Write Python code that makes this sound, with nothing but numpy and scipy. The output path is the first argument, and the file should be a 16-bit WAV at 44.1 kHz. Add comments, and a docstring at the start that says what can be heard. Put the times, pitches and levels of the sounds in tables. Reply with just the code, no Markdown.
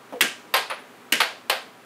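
"""Air hockey in a carpeted room, one mono microphone; the blower's rushing air and hum run throughout.
At 0.12 s the mallet bumps and judders over the playfield with a sinking tone; at 0.21 s it strikes the puck.
The puck clacks off the rails in close pairs near 0.55 and 0.70 s; struck again at 1.12 s, it hits rails at 1.20 and 1.50 s.
Contacts are filtered clicks plus damped sines, spread by echoes, panel noise and a decaying noise room.
Strikes also make the hollow table drone: a slow-rising burst of low noise."""
import sys
import numpy as np
from scipy import signal
from scipy.fft import rfft, irfft, next_fast_len
from scipy.io import wavfile
from scipy.ndimage import map_coordinates

SR = 44100
rng = np.random.default_rng(int(sys.argv[2]) if len(sys.argv) > 2 else 0)


def transcribe(u):
    """Save the signal u as a 16-bit wav file named by the first command-line argument.

    u: samples, shape (n,) or (channels, n), limited to [-1, 1]; the rate is SR.
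    q: integer samples, one column per channel.
    """
    v = np.clip(np.atleast_2d(u).T, -1, 1)
    q = np.round(v * 32767).astype(np.int16)
    wavfile.write(sys.argv[1], SR, q)


N = 81585  # 1.85 s
T = np.arange(int(SR * .6)) / SR  # time axis of one contact, s


def amp(db):
    """Decibels to gain."""
    return 10 ** (np.asarray(db) / 20)


def unit(x):
    """Scale to energy 1."""
    return x / np.sqrt(np.sum(x ** 2) + 1e-20)


def along(points, hz):
    """Read (pitch_hz, value) points on a log-frequency axis."""
    f, v = np.transpose(points)
    return np.interp(np.log(hz + 1), np.log(f + 1), v)


def wobble(rate):
    """A smooth random curve, rate knots a second."""
    knots = rng.standard_normal(int(N * rate / SR) + 4)
    return map_coordinates(knots, [np.arange(N) * rate / SR])


def filtered(x, response):
    """x times a response of frequency."""
    m = next_fast_len(len(x) + SR // 2)
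    return irfft(rfft(x, m) * response(np.fft.rfftfreq(m, 1 / SR)), m)[:len(x)]


def through(x, response):
    """x convolved with a response."""
    return signal.fftconvolve(x, response)[:len(T)]


def add(out, s, x):
    """Mix x into out at time s."""
    part = out[round(s * SR):][:len(x)]
    part += x[:len(part)]


def fade(t, t60):
    """Exponential decay by 60 dB in t60 seconds."""
    return np.exp(-np.log(1000) * t / t60)


def burst(t60, rise_s):
    """Decaying noise of energy 1."""
    return unit(rng.standard_normal(len(T)) * fade(T, t60) * (1 - np.exp(-T / rise_s)))


def ring(hz, t60):
    """One damped mode of energy 1."""
    return unit(np.sin(2 * np.pi * hz * T) * fade(T, t60))


# Mallet on puck. Columns: start_s, level_db, bass_db, treble_db, panel_shake_db, room_db, snap_db,
# spot_pitch_hz (resonance of the struck spot), spot_db, puck_mode_1_db, puck_mode_2_db, puck_mode_3_db
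MALLET_STRIKES = [(0.2085, 9, 6.5, 8, -1, -3.5, -9, 1750, -4, -13.5, -14, -17),
                  (1.1225, 6, 8, 7.5, 0.5, -2.5, -3, 2180, -1.5, -11.5, -13, -22)]
# Colour of the mallet's contact. Columns: pitch_hz, relative_level_db
MALLET_COLOUR = [(50, -48), (110, -44), (230, -7.5), (450, -3), (720, -9), (1100, -0.5), (1380, -10),
                 (1600, 1.5), (3000, 6), (3800, -4), (7000, -11.5), (13000, -17), (15500, -24)]
# Ringing modes of the mallet contact. Columns: pitch_hz, level_db, t60_s
MALLET_RING = [(1600, -8, 0.14), (2300, -17, 0.099), (2690, -38, 0.13), (3010, -24, 0.046)]


def mallet_strikes():
    """The plastic mallet meets the puck: a click and damped modes, with a quick rise of the panels."""
    return puck_hits(MALLET_STRIKES, MALLET_COLOUR, MALLET_RING,
                     direct_db=-8, shake_t60=0.074, shake_rise_s=0.00064)


# Puck on a rail. Columns: as in MALLET_STRIKES
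RAIL_REBOUNDS = [(0.5395, 8, 1, 7, 1, 0.41, -14, 860, -6, -20, -17, -12),
                 (0.5645, -2, -1, 10, 1, -5, -6, 620, -2, -8, -13, -22),
                 (0.6995, -3, -5, -5, 0.8, -2, -26, 2040, -3.5, -33, -10.5, -34),
                 (0.7090, 0, 1.5, -21, 0.97, -4, -28, 1250, -5.5, -32, -19, -32),
                 (1.2030, 12, -3.5, 4, 0, -3.76, -27, 1074, -11.5, -27, -20.5, -39),
                 (1.4972, 9, -1, 3.5, 1, -2.55, -18, 576, -13.5, -16.5, -18.5, -15.5)]
# Colour of the rail contact. Columns: pitch_hz, relative_level_db
RAIL_COLOUR = [(50, -40), (170, -36), (300, -13.5), (520, 4), (1000, 1.5), (1350, 3), (2400, 1),
               (4600, -5.5), (5700, -17.5), (8000, -22), (9500, -21), (12800, -19.5), (15500, -36)]
# Ringing modes of the rail. Columns: pitch_hz, level_db, t60_s
RAIL_RING = [(568, -34.5, 0.27), (740, -24, 0.31), (890, -25, 0.16), (1066, -18, 0.18), (1620, -17.5, 0.18),
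             (3150, -23, 0.037)]


def rail_rebounds():
    """The puck clacks off the rails, ringing lower modes and shaking the panels more slowly."""
    return puck_hits(RAIL_REBOUNDS, RAIL_COLOUR, RAIL_RING,
                     direct_db=-12, shake_t60=0.081, shake_rise_s=0.0015)


# The puck's own thin ring. Columns: pitch_hz, t60_s
PUCK_RING = [(8150, .05), (10370, .1), (12070, .025)]
PUCK_ROOM_DB = -9


def puck_hits(hits, colour, modes, direct_db, shake_t60, shake_rise_s):
    """The puck meets something hard: a snap, a crack with that object's modes, and its own thin, drier ring."""
    out = np.zeros(N)
    for s, db, bass_db, treble_db, shake_db, room_db, snap_db, spot_hz, spot_db, *puck_db in hits:
        heard_by = direct_db, shake_db, shake_t60, shake_rise_s, room_db
        contact = crack(colour, bass_db, treble_db) + body(modes)
        clack = spread(contact, *heard_by)
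        spot = spread(spot_ring(spot_hz), *heard_by)
        puck = sum(amp(level) * ring(hz, t60) for level, (hz, t60) in zip(puck_db, PUCK_RING))
        puck = puck + amp(PUCK_ROOM_DB) * through(puck, room_tail())
        add(out, s, amp(db) * (clack + amp(spot_db) * spot + amp(snap_db) * snap() + puck))
    return out


BASS_HZ, TREBLE_HZ = 510, 4600  # turnover of the shelves that tilt each hit


def crack(colour, bass_db=0, treble_db=0, size=4096):
    """The causal click of one contact: a minimum-phase spectrum, tilted by two shelves."""
    hz = np.fft.rfftfreq(size, 1 / SR)
    gain = amp(along(colour, hz))
    level_gain = gain / np.sqrt(np.mean(gain ** 2))
    bass = bass_db / (1 + (hz / BASS_HZ) ** 2)
    treble = treble_db * hz ** 2 / (hz ** 2 + TREBLE_HZ ** 2)
    # folding the cepstrum forward in time puts the energy at the start of the click
    cep = irfft(np.log(level_gain * amp(bass + treble)))
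    cep[1:size // 2] *= 2
    cep[size // 2 + 1:] = 0
    return np.pad(irfft(np.exp(rfft(cep))), (0, len(T) - size))


def body(modes):
    """The ring of a struck object: a sum of damped modes."""
    return sum(amp(db) * ring(hz, t60) for hz, db, t60 in modes)


SPOT_WIDTH = 0.23  # half-width of the resonance, as a share of its pitch


def spot_ring(hz):
    """The short, broad resonance of the place that is hit: a band-passed impulse."""
    edges = [hz * (1 - SPOT_WIDTH), hz * (1 + SPOT_WIDTH)]
    band = signal.butter(2, edges, "bandpass", fs=SR, output="sos")
    return unit(signal.sosfilt(band, signal.unit_impulse(len(T))))


# Colour of the hard edge contact. Columns: pitch_hz, relative_level_db
SNAP_COLOUR = [(200, -38), (3000, -33), (7000, 2.5), (10000, -6.5), (12500, 7.5), (15500, -21)]
SNAP_T60, SNAP_ECHO_S, SNAP_ECHO_DB = 0.0039, 0.0038, 13  # the echo glances off the playfield


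def snap():
    """The bright, dry tick of plastic edges and its first reflection, louder than the tick itself."""
    tick = burst(SNAP_T60, .0001)
    add(tick, SNAP_ECHO_S, amp(SNAP_ECHO_DB) * burst(SNAP_T60, .0001))
    return unit(through(crack(SNAP_COLOUR), tick))


# Nearby surfaces. Columns: delay_s (nominal, after the direct sound), level_db (relative to direct)
NEARBY_ECHOES = [(.0036, 0), (.0138, 0.5), (.0205, -9), (0.0338, -5.5)]
SCATTER_T60, SCATTER_RISE_S = 0.0054, .0001  # each sound path is slightly smeared
RADIATE_HZ = 136  # the panels radiate little below this


def spread(contact, direct_db, shake_db, shake_t60, shake_rise_s, room_db):
    """A contact heard direct, off nearby surfaces, through the table's dense panel modes and in the room."""
    path = amp(direct_db) * burst(SCATTER_T60, SCATTER_RISE_S)
    for delay, db in NEARBY_ECHOES:
        varied_delay = abs(delay * (1 + .06 * rng.standard_normal()))
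        add(path, varied_delay, amp(direct_db + db) * burst(SCATTER_T60, SCATTER_RISE_S))
    panels = unit(burst(shake_t60, shake_rise_s) * lumps())
    room = unit(room_tail() * lumps())
    heard = through(contact, path + amp(shake_db) * panels + amp(room_db) * room)
    low_cut = signal.butter(3, RADIATE_HZ, "highpass", fs=SR, output="sos")
    return signal.sosfilt(low_cut, heard)


RAGGED_DB, RAGGED_PER_S, RAGGED_FADE_S = 2, 300, .04  # depth, knots a second, time constant


def lumps():
    """Early reflections arrive in clumps that soon even out: a fast random gain."""
    return amp(RAGGED_DB * wobble(RAGGED_PER_S)[:len(T)] * np.exp(-T / RAGGED_FADE_S))


# Decay of the carpeted room. Columns: pitch_hz, t60_s
ROOM_DECAY = [(100, 0.15), (400, 0.37), (1000, 0.32), (3000, 0.34), (7000, 0.39), (14000, 0.18)]
ROOM_RISE_S = 0.01


def room_tail():
    """The room's answer: noise with each frequency dying at its own speed."""
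    hz, t, z = signal.stft(rng.standard_normal(len(T)), SR, nperseg=256)
    decay = fade(t, along(ROOM_DECAY, hz)[:, None])
    tail = signal.istft(z * decay, SR, nperseg=256)[1][:len(T)]
    return unit(tail * (1 - np.exp(-T / ROOM_RISE_S)))


# Hollow table under a strike. Columns: pitch_hz, relative_level_db
BOOM_COLOUR = [(60, -32), (150, -12), (235, 2), (320, -4.5), (430, -2), (600, -1), (1500, -38), (8000, -65)]
BOOM_DB, BOOM_RISE_S, BOOM_T60 = -9.5, 0.012, .26  # level relative to the strike


def table_boom():
    """Each mallet strike sets the hollow table droning for a moment: low noise that swells and dies."""
    out = np.zeros(N)
    for s, db, *_ in MALLET_STRIKES:
        boom = unit(through(crack(BOOM_COLOUR), burst(BOOM_T60, BOOM_RISE_S)))
        add(out, s, amp(db + BOOM_DB) * boom)
    return out


# Colour of the mallet's bump on the playfield. Columns: pitch_hz, relative_level_db
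PLAYFIELD_COLOUR = [(60, -49), (250, -2), (400, -14), (700, -1), (950, -6), (1200, -13), (1450, -15),
                    (1900, -19), (5000, -32.5), (15000, -40)]
SCUFF_S, SCUFF_DB, SCUFF_KNOCK_DB = .1245, -33, -9.5  # start, tone level, knock level
SCUFF_START_HZ, SCUFF_END_HZ, SCUFF_SINK_S = 679, 477, 0.0136  # sink is a time constant
SCUFF_HOLD_S, SCUFF_T60 = .04, .17
JUDDER_DB, JUDDER_TURN = 2.5, .55  # random level, random phase in radians


def scuff():
    """The mallet bumps the playfield and judders over it briefly with a hollow, sinking ring."""
    hz = SCUFF_END_HZ + (SCUFF_START_HZ - SCUFF_END_HZ) * np.exp(-T / SCUFF_SINK_S)
    level = (1 - np.exp(-T / 0.0041)) * fade(np.maximum(T - SCUFF_HOLD_S, 0), SCUFF_T60)
    judder_gain = amp(JUDDER_DB * wobble(150))[:len(T)]
    judder_phase = JUDDER_TURN * wobble(160)[:len(T)]
    tone = level * judder_gain * np.sin(2 * np.pi * np.cumsum(hz) / SR + judder_phase)
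    knock = spread(crack(PLAYFIELD_COLOUR), direct_db=-5, shake_db=-2, shake_t60=.08,
                   shake_rise_s=.002, room_db=-2)
    out = np.zeros(N)
    add(out, SCUFF_S, amp(SCUFF_DB) * tone + amp(SCUFF_KNOCK_DB) * knock)
    return out


# Colour of the blower's air. Columns: pitch_hz, relative_level_db (per Hz)
BLOWER_AIR = [(18, -82), (30, -96), (97, -16.5), (260, 0), (346, -4.5), (415, -1), (567, -4.5), (815, -3),
              (881, -9.5), (1170, -3), (1650, -8), (2840, -13.5), (5300, -22.5), (7830, -24),
              (15000, -28.5)]
# Blower motor and fan tones. Columns: pitch_hz, level_db (RMS, before sway)
BLOWER_HUM = [(120, -71), (242, -66.5), (404, -63), (969, -63.5), (1200, -79)]
AIR_DB, AIR_SWAY_DB, HUM_SWAY_DB = -48.5, .5, 1.5


def blower():
    """Rushing air, as coloured noise, with slightly unsteady motor and fan tones."""
    noise = rng.standard_normal(N)
    air = unit(filtered(noise, lambda hz: amp(along(BLOWER_AIR, hz)))) * np.sqrt(N)  # RMS 1
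    t = np.arange(N) / SR
    hum = np.zeros(N)
    for hz, db in BLOWER_HUM:
        level = amp(db + HUM_SWAY_DB * wobble(5.9))
        hum += level * np.sin(2 * np.pi * hz * t + 1.7 * wobble(2.9))
    return amp(AIR_DB + AIR_SWAY_DB * wobble(6.73)) * air + np.sqrt(2) * hum


def scene():
    """Strikes, rebounds, table boom, a scuff and the blower, in mono."""
    contacts = mallet_strikes() + rail_rebounds()
    return (contacts + table_boom() + scuff() + blower())[None]


TOP_HZ = 15600  # the microphone's band limit


def record(dry):
    """The microphone rounds off the highest peaks and keeps nothing above its band limit."""
    rounded = dry[0] / (1 + np.abs(dry[0] / .8) ** 4) ** (1 / 4)
    return filtered(rounded, lambda hz: hz < TOP_HZ)[None]


dry = scene()
out = record(dry)
transcribe(out)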